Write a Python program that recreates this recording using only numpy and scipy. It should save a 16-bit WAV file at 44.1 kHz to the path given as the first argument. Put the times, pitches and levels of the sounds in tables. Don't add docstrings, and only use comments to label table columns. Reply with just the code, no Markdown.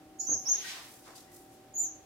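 import sys
import numpy as np
from scipy import signal
from scipy.fft import rfft, irfft, next_fast_len
from scipy.io import wavfile
from scipy.ndimage import uniform_filter1d, map_coordinates

SR = 44100
rng = np.random.default_rng(int(sys.argv[2]) if len(sys.argv) > 2 else 0)


def field_ratio(decibels):
    return 10 ** (np.asarray(decibels, dtype=float) / 20)


def store_pcm(level_fs):
    pcm = np.round(np.clip(level_fs, -1, 1) * 32767).astype(np.int16)
    wavfile.write(sys.argv[1], SR, np.atleast_2d(pcm).T)


N = 90404
T = np.arange(N) / SR


def unit(x):
    return x / np.sqrt(np.mean(x ** 2) + 1e-20)


def along(points, hz):
    f, value = np.transpose(points)
    return np.interp(np.log(hz + 1), np.log(f + 1), value)


def wobble(rate):
    knots = rng.standard_normal(int(N * rate / SR) + 4)
    return map_coordinates(knots, [T * rate])


def filtered(x, response):
    size = next_fast_len(N + SR // 2)
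    spectrum = rfft(x, size) * response(np.fft.rfftfreq(size, 1 / SR))
    return irfft(spectrum, size)[..., :N]


def rush(gain):
    # frequency in Hz, left-right likeness (1 = mono).
    likeness = [(60, .97), (180, .92), (400, .9), (750, .72), (1400, .45), (2800, .05), (15000, .05)]

    def mid_side(hz):
        angle = np.arccos(np.clip(along(likeness, hz), -1, 1)) / 2
        return gain(hz) * np.array([np.cos(angle), np.sin(angle)])

    mid, side = filtered(rng.standard_normal((2, N)), mid_side)
    return unit(np.array([mid + side, mid - side]))


def narrow(hz, width):
    return lambda f: 1 / (1 + ((f - hz) / width * 2) ** 2)


def bell(hz, octaves):
    return lambda f: np.exp(-(np.log2((f + 1) / hz) / octaves) ** 2 / 2)


def burst(start, rise, t60):
    age = np.maximum(T - start, 0)
    return (1 - np.exp(-age / rise)) * field_ratio(-60 * age / t60)


def swell(peak, rise, t60):
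    before = np.exp(-((T - peak) / rise) ** 2 / 2)
    after = field_ratio(-60 * np.maximum(T - peak, 0) / t60)
    return np.where(T < peak, before, after)


def glide(rows):
    s, hz, db = np.transpose(rows)
    pitch = uniform_filter1d(np.interp(T, s, hz), size=133)
    sounding = (T > s[0]) * (T < s[-1])
    gain = uniform_filter1d(field_ratio(np.interp(T, s, db)) * sounding, size=67)
    return 2 * np.pi * np.cumsum(pitch) / SR, gain


def finches():
    # time in seconds, pitch in Hz, level in dB.
    chirps = [
        [(.187, 6300, -57), (.192, 6840, -47.5), (.201, 6954, -28), (.204, 6070, -38.5), (.208, 4260, -54)],
        [(.26, 5530, -66), (.272, 6185, -32.5), (.287, 6272, -37), (.298, 6600, -36), (.322, 6640, -32.5),
         (.335, 6130, -33.5), (.346, 4770, -59.5)],
        [(.452, 5070, -53), (.462, 5540, -36), (.472, 5740, -37.5), (.492, 6510, -30.5), (.508, 6570, -30.5),
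         (.524, 6523, -34), (.532, 5920, -37), (.542, 5170, -55)],
        [(1.737, 7020, -54), (1.746, 6560, -38), (1.76, 6820, -41.5), (1.79, 7060, -33), (1.815, 7076, -41.5),
         (1.83, 6560, -34), (1.853, 5820, -50.5)],
    ]
    # octave overtone in dB, direct left over right in dB, direct level in dB.
    perches = [(-30, -9, -1.5), (-30.5, -8.5, 3), (-27.5, -13, -1.5), (-16, -11.5, -6.5)]
    out = np.zeros((2, N))
    for rows, (octave_db, pan_db, direct_db) in zip(chirps, perches):
        phase, gain = glide(rows)
        overtone = field_ratio(octave_db) * gain / gain.max() * np.sin(2 * phase)
        song = gain * (np.sin(phase) + overtone)
        sides_db = direct_db + np.array([[pan_db / 2], [-pan_db / 2]])
        out += field_ratio(sides_db) * song + field_ratio(9) * room(song)
    return out


def room(x):
    # frequency in Hz, reverberation time t60 in seconds.
    decay = [(200, 0.62), (2000, 0.9), (6500, 0.31), (14000, 0.19)]
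    build_s, early_db, early_s = 0.0041, -5, 0.0083
    hz, t, z = signal.stft(rng.standard_normal((2, SR // 2)), SR, nperseg=256)
    fade = field_ratio(-60 * t / along(decay, hz)[:, None])
    tail = signal.istft(z * fade, SR, nperseg=256)[1]
    age = np.arange(tail.shape[1]) / SR
    tail = tail * (1 - np.exp(-age / build_s))
    tail = tail * (1 + field_ratio(early_db) * np.exp(-age / early_s))
    return signal.fftconvolve(np.atleast_2d(x), tail / np.linalg.norm(tail[0]), axes=1)[:, :N]


def bump():
    # frequency in Hz, level in dB per Hz.
    thud_colour = [(35, -40), (70, -12), (200, -4), (400, -4), (600, -8), (1100, -18), (2200, -28),
                   (3000, -60)]
    # start in seconds, mode in Hz, level in dB, t60 in seconds.
    hollow = [
        (.287, 195, -48, .15),
        (.3, 300, -43, .17),
        (.325, 85, -50, .2),
    ]
    rocking = field_ratio(-42 + 2 * wobble(58.7))
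    out = rush(lambda hz: field_ratio(along(thud_colour, hz))) * rocking * burst(.287, 0.0013, .45)
    for s, hz, db, t60 in hollow:
        out += field_ratio(db + 5) * np.sin(2 * np.pi * hz * (T - s)) * burst(s, 0.0075, t60)
    return out


def drag():
    # time in seconds, effort in dB.
    pull = [(0.44, -67), (0.612, -51), (0.628, -54), (0.644, -49), (0.698, -44), (0.988, -70.5), (1.0, -63)]
    # frequency in Hz, level in dB per Hz.
    colour = [(350, -23.5), (600, -8.5), (1090, -4.5), (1250, -3), (1640, -3), (1780, 2.5), (3420, 1),
              (5360, -0.5), (15500, -18.5)]
    # time in seconds, pitch in Hz, level in dB.
    rim = [(.54, 3900, -63), (.58, 3700, -58), (.61, 3000, -58), (.64, 2600, -65)]
    # frequency in Hz, width in Hz, level in dB.
    wall = [(1543, 52, -47), (1865, 61, -47)]
    deep_hz, deep_lag_s, deep_db = 1400, 0.073, -11.5
    s, db = np.transpose(pull)

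    def effort(lag):
        smooth_db = uniform_filter1d(np.interp(T - lag, s, db, left=-90, right=-90), size=600)
        return field_ratio(smooth_db + 4.5 + 0.55 * wobble(40))

    def low(hz):
        return 1 / (1 + (hz / deep_hz) ** 4)

    def bright_gain(hz):
        return field_ratio(along(colour, hz)) * (1 - low(hz))

    def deep_gain(hz):
        return field_ratio(along(colour, hz)) * low(hz) / (1 + (550 / (hz + 1)) ** 4)

    hiss = effort(0) * rush(bright_gain)
    deep = field_ratio(deep_db) * effort(deep_lag_s) * rush(deep_gain)
    phase, gain = glide(rim)
    squeak = gain * np.array([wobble(500) * np.sin(phase) + wobble(500) * np.cos(phase) for side in "LR"])
    ring = sum(field_ratio(db) * rush(narrow(hz, width)) for hz, width, db in wall)
    ring = ring * burst(0.638, 0.0042, 0.44)
    return hiss + deep + squeak + room(squeak) + ring


def rustles():
    # peak in seconds, level in dB, rise in seconds, t60 in seconds, centre in Hz.
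    puffs = [(.49, -57.5, 0.03, 0.92, 790), (0.951, -55.5, 0.21, 0.65, 9030),
             (1.085, -54, 0.021, 0.67, 880), (1.07, -57, 0.027, 0.9, 5000),
             (1.168, -51.5, 0.011, 0.42, 6100), (1.359, -54.5, 0.03, 0.54, 9300),
             (1.54, -63.5, 0.031, 0.53, 7200), (1.831, -60, 0.0054, 0.16, 3940)]
    # start in seconds, level in dB, frequency in Hz, width in Hz, t60 in seconds.
    ticks = [(1.153, -53, 4800, 400, .1), (1.272, -64, 1950, 120, .6), (1.822, -66, 4100, 150, .2),
             (.47, -56, 870, 120, .8), (1.065, -66, 1100, 200, .2)]
    out = np.zeros((2, N))
    for s, db, rise, t60, hz in puffs:
        grain = field_ratio(db + 1.34 * wobble(160))
        out += grain * swell(s, rise, t60) * rush(bell(hz, 0.93))
    for s, db, hz, width, t60 in ticks:
        out += field_ratio(db) * burst(s, 0.0023, t60) * rush(narrow(hz, width))
    return out


def flutter():
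    flutter_span = (.2, 0.69)
    on = (T > flutter_span[0]) * (T < flutter_span[1]) * 1.
    level = field_ratio(-59.5 + 1.36 * wobble(13))
    return level * uniform_filter1d(on, size=900) * rush(bell(11000, 0.37))


def fan():
    # frequency in Hz, level in dB per Hz.
    air_colour = [(13, -39), (22, -19.5), (124, -9.5), (159, -12), (308, -10.5), (416, -13.5), (783, -14.5),
                  (976, -20.5), (15700, -34.5)]
    # frequency in Hz, width in Hz, level in dB.
    hum = [(117.5, 19, -74.5), (227, 6.7, -80.5), (279.7, 18, -69), (311.65, 4.9, -65.5), (352.2, 5.5, -67),
           (383.7, 6.1, -70.5), (611, 11, -74), (764.8, 1.1, -62.5)]
    lines = sum(field_ratio(db + 0.99 * wobble(3.15)) * rush(narrow(hz, width)) for hz, width, db in hum)
    air = field_ratio(-59.5 + 0.2 * wobble(2.57)) * rush(lambda hz: field_ratio(along(air_colour, hz)))
    return air + lines


def scene():
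    return finches() + bump() + drag() + rustles() + fan() + flutter()


def starved(x):
    # frequency in Hz, threshold in dB relative to the loudest treble band.
    mask = [(7200, -21), (8000, -25), (9500, -31), (11500, -37), (13000, -44), (14200, -45), (14700, -32),
            (15700, -30)]
    hz, t, z = signal.stft(x, SR, nperseg=2048)
    band = uniform_filter1d((abs(z) ** 2).mean(0), size=20, axis=0)
    loudest = band[hz > 4000].max(0)
    loudest = np.sqrt(loudest * np.roll(loudest, 1))
    keep = band > loudest * field_ratio(2 * along(mask, hz))[:, None]
    below_mask = (hz < mask[0][0])[:, None]
    return signal.istft(z * (keep | below_mask), SR, nperseg=2048)[1][:, :N]


def roll_off(x):
    return signal.sosfilt(signal.butter(12, 15810, fs=SR, output="sos"), x)


def record(dry):
    mix = starved(dry)
    return roll_off(mix)


dry = scene()
out = record(dry)
store_pcm(out)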